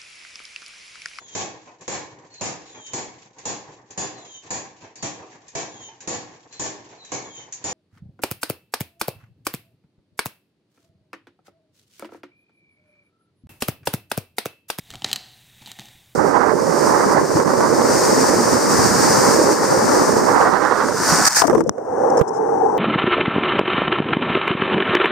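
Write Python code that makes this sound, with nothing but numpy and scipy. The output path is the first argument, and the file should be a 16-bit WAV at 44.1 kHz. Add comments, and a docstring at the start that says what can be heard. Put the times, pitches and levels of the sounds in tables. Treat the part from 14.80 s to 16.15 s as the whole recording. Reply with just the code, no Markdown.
"""A bar counter in a small hard room, heard close up in mono. A muddler is pushed twice into a plastic
cup of ice and leaves that stands on a rubber mat. Crumbs grind under the stick, pieces crack and set
the cup ringing, the stick knocks in its hollow and each shove thuds through the counter.
Dry ice fizzes faintly in the cup. The room rings on, over ventilation rumble and a mains hum."""
import sys
import numpy as np
from scipy import signal
from scipy.fft import rfft, irfft
from scipy.io import wavfile

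SR = 44100
rng = np.random.default_rng(int(sys.argv[2]) if len(sys.argv) > 2 else 0)


def waveform_to_disk(signal):
    """Save audio, clipped to [-1, 1], as 16-bit WAV at the path in sys.argv[1]."""
    frames = np.transpose(np.atleast_2d(signal))
    scaled = np.clip(frames, -1, 1) * 32767
    samples = np.round(scaled).astype(np.int16)
    wavfile.write(sys.argv[1], SR, samples)


N = 59535
TIME = np.arange(N) / SR
FREQ = np.maximum(np.fft.rfftfreq(2 * N, 1 / SR), 1)

# Pieces cracking. Each row: start in seconds, level in dB, extra body in dB, extra treble in dB,
# pitch of the piece in Hz.
CRACKS = [(.1044, -17, 6, -3, 3830), (0.113, -23.5, 5.5, -3, 3500), (0.1381, -23, 16.5, -4, 2210),
          (0.145, -25.5, 8, -2, 3220), (0.1554, -19.5, 5, -8, 3450), (.221, -16, 0, -25, 3030),
          (0.2441, -11, -14, -6, 3730), (.2454, 1.5, 8.5, -10, 3970), (0.2626, -25.5, 0, -3, 4130),
          (0.281, -24.5, 5, -10, 3600), (0.287, -20.5, 7, -3, 3150), (.3146, -9.5, 1, -5, 3300),
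          (.33, 2, -2, 0, 4060), (0.3338, -13.5, 4, 7, 3130), (0.3369, -14, 6, -2, 4120),
          (.3598, -6, 1, -7, 4220), (.3608, -15.5, 2, -5, 2680), (.3638, -18.5, 8, 6, 4400),
          (.8605, -21.5, 3, -3, 3980), (.8657, -22.5, -5, -5, 3850), (.8742, -23, 8, 2, 3500),
          (.8805, -24.5, 5, 3, 3250), (.9168, -16, 4, -1, 3820), (.9887, -20, 5, -7, 2000),
          (.9952, -17.5, 3, -3, 3740), (.9957, -21.5, 6, -6, 2180), (1.0052, -24.5, 5, 2, 3530),
          (1.0564, -26.5, -7, -1, 3180), (1.0853, -27.5, 8, -8, 3670)]


def from_db(db):
    """Decibels to gain."""
    return 10 ** (np.asarray(db) / 20)


def unit_power(x):
    """Scale to a mean square of one."""
    return x / np.sqrt(np.mean(x ** 2) + 1e-20)


def level(rows):
    """Gain over time from rows of seconds and dB."""
    return from_db(np.interp(TIME, *np.transpose(rows)))


def at_hz(rows, hz, column=1):
    """Read a column of a table on a log-frequency axis."""
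    rows = np.array(rows)
    return np.interp(np.log(hz), np.log(rows[:, 0]), rows[:, column])


def colour(x, db):
    """Causal filter with the given gain at every frequency."""
    n = len(x)
    cepstrum = irfft(np.log(from_db(db)))
    cepstrum[1:n] *= 2  # folded for minimum phase
    cepstrum[n + 1:] = 0
    return irfft(rfft(x, 2 * n) * np.exp(rfft(cepstrum)))[:n]


def band(spectrum, low_hz, high_hz):
    """The sound of one band of a spectrum."""
    return irfft(spectrum * ((FREQ >= low_hz) & (FREQ < high_hz)))[:N]


def clicks(starts_s, db):
    """One click at each time."""
    track = np.zeros(N)
    samples = np.clip(np.round(starts_s * SR).astype(int), 0, N - 1)
    np.add.at(track, samples, from_db(db))
    return track


def ring(x, hz, t60, hard=False):
    """One damped mode driven by x; a hard contact starts the wave at its crest."""
    radius = np.exp(-np.log(1000) / (t60 * SR))
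    angle = 2 * np.pi * hz / SR
    zeros = [.5, 0, -.5] if hard else [0, np.sin(angle)]
    return signal.lfilter(zeros, [1, -2 * radius * np.cos(angle), radius ** 2], x + 1e-18)


def burst_envelope(hits, t60):
    """Short swells that start at each hit and die away."""
    decay = np.exp(-2 * np.log(1000) / (t60 * SR))
    return np.sqrt(signal.lfilter([1], [1, -decay], hits ** 2 + 1e-18))


def grains(spectrum, per_s, spread_db, t60):
    """Random tiny noise bursts of uneven size and a common colour, at unit power."""
    sizes = from_db(spread_db * np.minimum(rng.exponential(1, N), 4))
    hits = sizes * (rng.random(N) < per_s / SR)
    bursts = burst_envelope(hits, t60) * rng.standard_normal(N)
    return unit_power(colour(bursts, at_hz(spectrum, FREQ)))


def room_tone(air_db=-58, hum_hz=121.4, hum_db=-66.5):
    """Ventilation rumble and a mains hum lie steadily behind the cup."""
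    # Moving air. Each row: frequency in Hz, relative noise density in dB.
    air_spectrum = [(60, -10), (125, 0.5), (200, -8.5), (320, -17), (1200, -23), (16000, -23.5)]
    air = unit_power(colour(rng.standard_normal(N), at_hz(air_spectrum, FREQ)))
    hum = np.sqrt(2) * np.sin(2 * np.pi * hum_hz * TIME)
    return from_db(air_db) * air + from_db(hum_db) * hum


def fizz():
    """Dry ice fizzes in the cup: dense, tiny bursts that swell with the second push."""
    # Strength of the fizz. Each row: time in seconds, level in dB.
    loudness = [(0, -57.5), (.5, -57), (.68, -57), (.87, -52), (.905, -46.5), (.935, -52), (1.06, -50.5),
                (1.35, -65)]
    # Its colour. Each row: frequency in Hz, relative level in dB.
    spectrum = [(500, -15), (780, -7.5), (1200, -16), (1800, -0.5), (3150, 0), (3800, 8), (4200, -6),
                (4900, -13), (6200, -6.5), (8500, -6), (10500, -13), (13000, -9.5), (16000, -12)]
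    return level(loudness) * grains(spectrum, per_s=5000, spread_db=.5, t60=.0017)


def grinding():
    """Crumbs grind under the stick, grain by grain, during both pushes."""
    # Strength of the grinding. Each row: time in seconds, level in dB.
    loudness = [(0, -75), (.095, -54.5), (.13, -49), (.17, -51), (.205, -56), (.238, -49.5), (.262, -40),
                (.29, -38), (.35, -44), (.45, -58.5), (.79, -77), (.82, -48.5), (.845, -59), (.895, -49),
                (.945, -63.5), (1.02, -49), (1.1, -62), (1.35, -71)]
    # Its colour. Each row: frequency in Hz, relative level in dB.
    spectrum = [(80, -15), (200, 6.5), (350, -3), (530, -9.5), (780, 4.5), (1200, -12.5), (2000, -1),
                (2600, -4.5), (3300, -1), (4050, -4.5), (6500, -9), (16000, -29)]
    return level(loudness) * grains(spectrum, per_s=1100, spread_db=2, t60=.0076)


def crack_db(hz):
    """Strength of every crack at a frequency: blunt ones have body, brittle ones treble."""
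    _, db, body_db, treble_db, _ = np.transpose(CRACKS)
    body_share = at_hz([(1280, 1), (2460, 0)], hz)
    treble_share = at_hz([(7460, 0), (12300, 1)], hz)
    return db + body_db * body_share + treble_db * treble_share


def cracks(contact_samples=256, piece_db=-15.5):
    """Each crack is a short force pulse: the piece clinks at its own pitch and the cup rings with it."""
    # Modes of the filled cup. Each row: frequency in Hz, gain in dB, time to fall 60 dB in seconds.
    cup_modes = [(412, -44, 0.068), (1393, -33, 0.0071), (1860, -31.5, 0.025), (742, -51.5, .29),
                 (3110, -20, .016), (3460, -23.5, .008), (4010, -23.5, .015), (4380, -21, .008),
                 (5960, -16.5, 0.0026), (7500, -22.5, 0.0045), (8160, -25.5, 0.0022), (11300, -14, 0.0011)]
    pulse_hz = np.maximum(np.fft.rfftfreq(2 * contact_samples, 1 / SR), 1)
    pulse_spectra = crack_db(pulse_hz[:, None]).T
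    force, pieces = np.zeros(N), np.zeros(N)
    for (start_s, *_, piece_hz), pulse_db in zip(CRACKS, pulse_spectra):
        start = round(start_s * SR)
        pulse = np.zeros(N)
        pulse[start:start + contact_samples] = colour(signal.unit_impulse(contact_samples), pulse_db)
        force += pulse
        pieces += ring(pulse, piece_hz, t60=.0105, hard=True)
    cup = sum(from_db(db) * ring(force, hz, t60, hard=True) for hz, db, t60 in cup_modes)
    return cup_wall(from_db(piece_db) * pieces + cup)


def cup_wall(x, hz=5000, width_hz=3000):
    """The cup's wall spreads a sharp edge over its first few cycles (an allpass)."""
    radius = np.exp(-np.pi * width_hz / SR)
    poles = [1, -2 * radius * np.cos(2 * np.pi * hz / SR), radius ** 2]
    return signal.lfilter(poles[::-1], poles, x)


def splinters(gain_db=-17.5):
    """A burst of fine breakage dies away within milliseconds of each crack."""
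    # Colour of the breakage. Each row: frequency in Hz, relative noise density in dB.
    spectrum = [(100, -10), (550, -13), (1400, -13), (2200, -7.5), (3800, 3), (5200, -8.5), (7000, -2),
                (9500, -12), (12500, -14), (16000, -39)]
    noise = unit_power(colour(rng.standard_normal(N), at_hz(spectrum, FREQ)))
    noise_spectrum = rfft(noise, 2 * N)
    starts_s = np.array(CRACKS)[:, 0]
    edges_hz = [60, 1600, 2600, 5000, 7000, 10000, 18000]
    breakage = np.zeros(N)
    for low, high in zip(edges_hz, edges_hz[1:]):
        hits = clicks(starts_s, crack_db(np.sqrt(low * high)))
        breakage += burst_envelope(hits, t60=.016) * band(noise_spectrum, low, high)
    return from_db(gain_db) * breakage


def thuds():
    """The cup's base pushes through the mat into the counter; slow shoves favour its lowest mode."""
    # Shoves. Each row: start in seconds, level in dB, extra level for the lowest mode in dB.
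    shoves = [(.111, -44.5, 7), (0.131, -42.5, -3), (0.145, -35.5, -6), (.162, -41, 3), (0.221, -37.5, -16),
              (.2455, -35.5, -12), (0.316, -43.5, -15), (0.812, -44.5, -2), (0.99, -35.5, -20),
              (0.9954, -40, -14), (1.15, -52, 5.5)]
    # Modes of the counter. Each row: frequency in Hz, gain in dB, time to fall 60 dB in seconds.
    counter_modes = [(73.6, 0.5, 0.044), (108, -1, 0.1), (138, 2, 0.044), (206, 1, 0.029), (324, -9, 0.086)]
    starts_s, shove_db, depth_db = np.transpose(shoves)
    counter = np.zeros(N)
    for k, (hz, mode_db, t60) in enumerate(counter_modes):
        force = clicks(starts_s, shove_db + mode_db + depth_db * (k == 0))
        counter += (-1) ** k * ring(force, hz, t60)  # modes alternate in polarity
    return counter


def knocks():
    """Blunt bumps of the stick sound the hollow of the cup."""
    # Bumps. Each row: start in seconds, level in dB, pitch in Hz.
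    bumps = [(.1465, -33.5, 760), (0.2204, -33.5, 810), (0.2456, -23, 730), (.315, -38, 750),
             (0.823, -45, 887), (.875, -38.5, 875), (.9897, -37, 843)]
    return sum(ring(clicks(np.array([start_s]), db), hz, t60=.024) for start_s, db, hz in bumps)


def room_tail(x, build_s=.0059):
    """The hard room returns a diffuse tail that builds up quickly and dies band by band."""
    # Reverberation. Each row: frequency in Hz, level in dB, time to fall 60 dB in seconds.
    reverb = [(70, -5, 0.16), (170, -6.5, 0.2), (750, -12, 0.84), (1300, -7.5, 0.44), (3080, -19.5, 0.89),
              (3900, -12.5, 0.69), (5660, -12.5, 0.57), (7300, -18.5, 0.52), (15100, -20.5, 0.29)]
    noise_spectrum = rfft(rng.standard_normal(2 * N))
    build_up = 1 - np.exp(-(TIME / build_s) ** 2)
    edges_hz = np.geomspace(60, 18000, 29)
    tail = np.zeros(N)
    for low, high in zip(edges_hz, edges_hz[1:]):
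        hz = np.sqrt(low * high)
        t60 = at_hz(reverb, hz, column=2)
        fade = build_up * np.exp(-np.log(1000) * TIME / t60)
        fade /= np.sqrt(np.sum(fade ** 2))  # unit energy
        tail += from_db(at_hz(reverb, hz)) * fade * band(noise_spectrum, low, high)
    return signal.fftconvolve(x, tail)[:N]


def scene():
    """The cup close up, alike in both channels; only the muddling sets the room ringing."""
    crumbs = grinding()
    dry_ice = fizz()
    muddling = crumbs + cracks() + splinters() + thuds() + knocks()
    mono = muddling + room_tail(muddling) + dry_ice + room_tone()
    return np.array([mono, mono])


def record(dry):
    """The top of the treble is cut steeply."""
    cutoff_hz = 15800
    lowpass = signal.ellip(10, .1, 70, cutoff_hz, fs=SR, output="sos")
    return signal.sosfilt(lowpass, dry)


dry = scene()
out = record(dry)
waveform_to_disk(out)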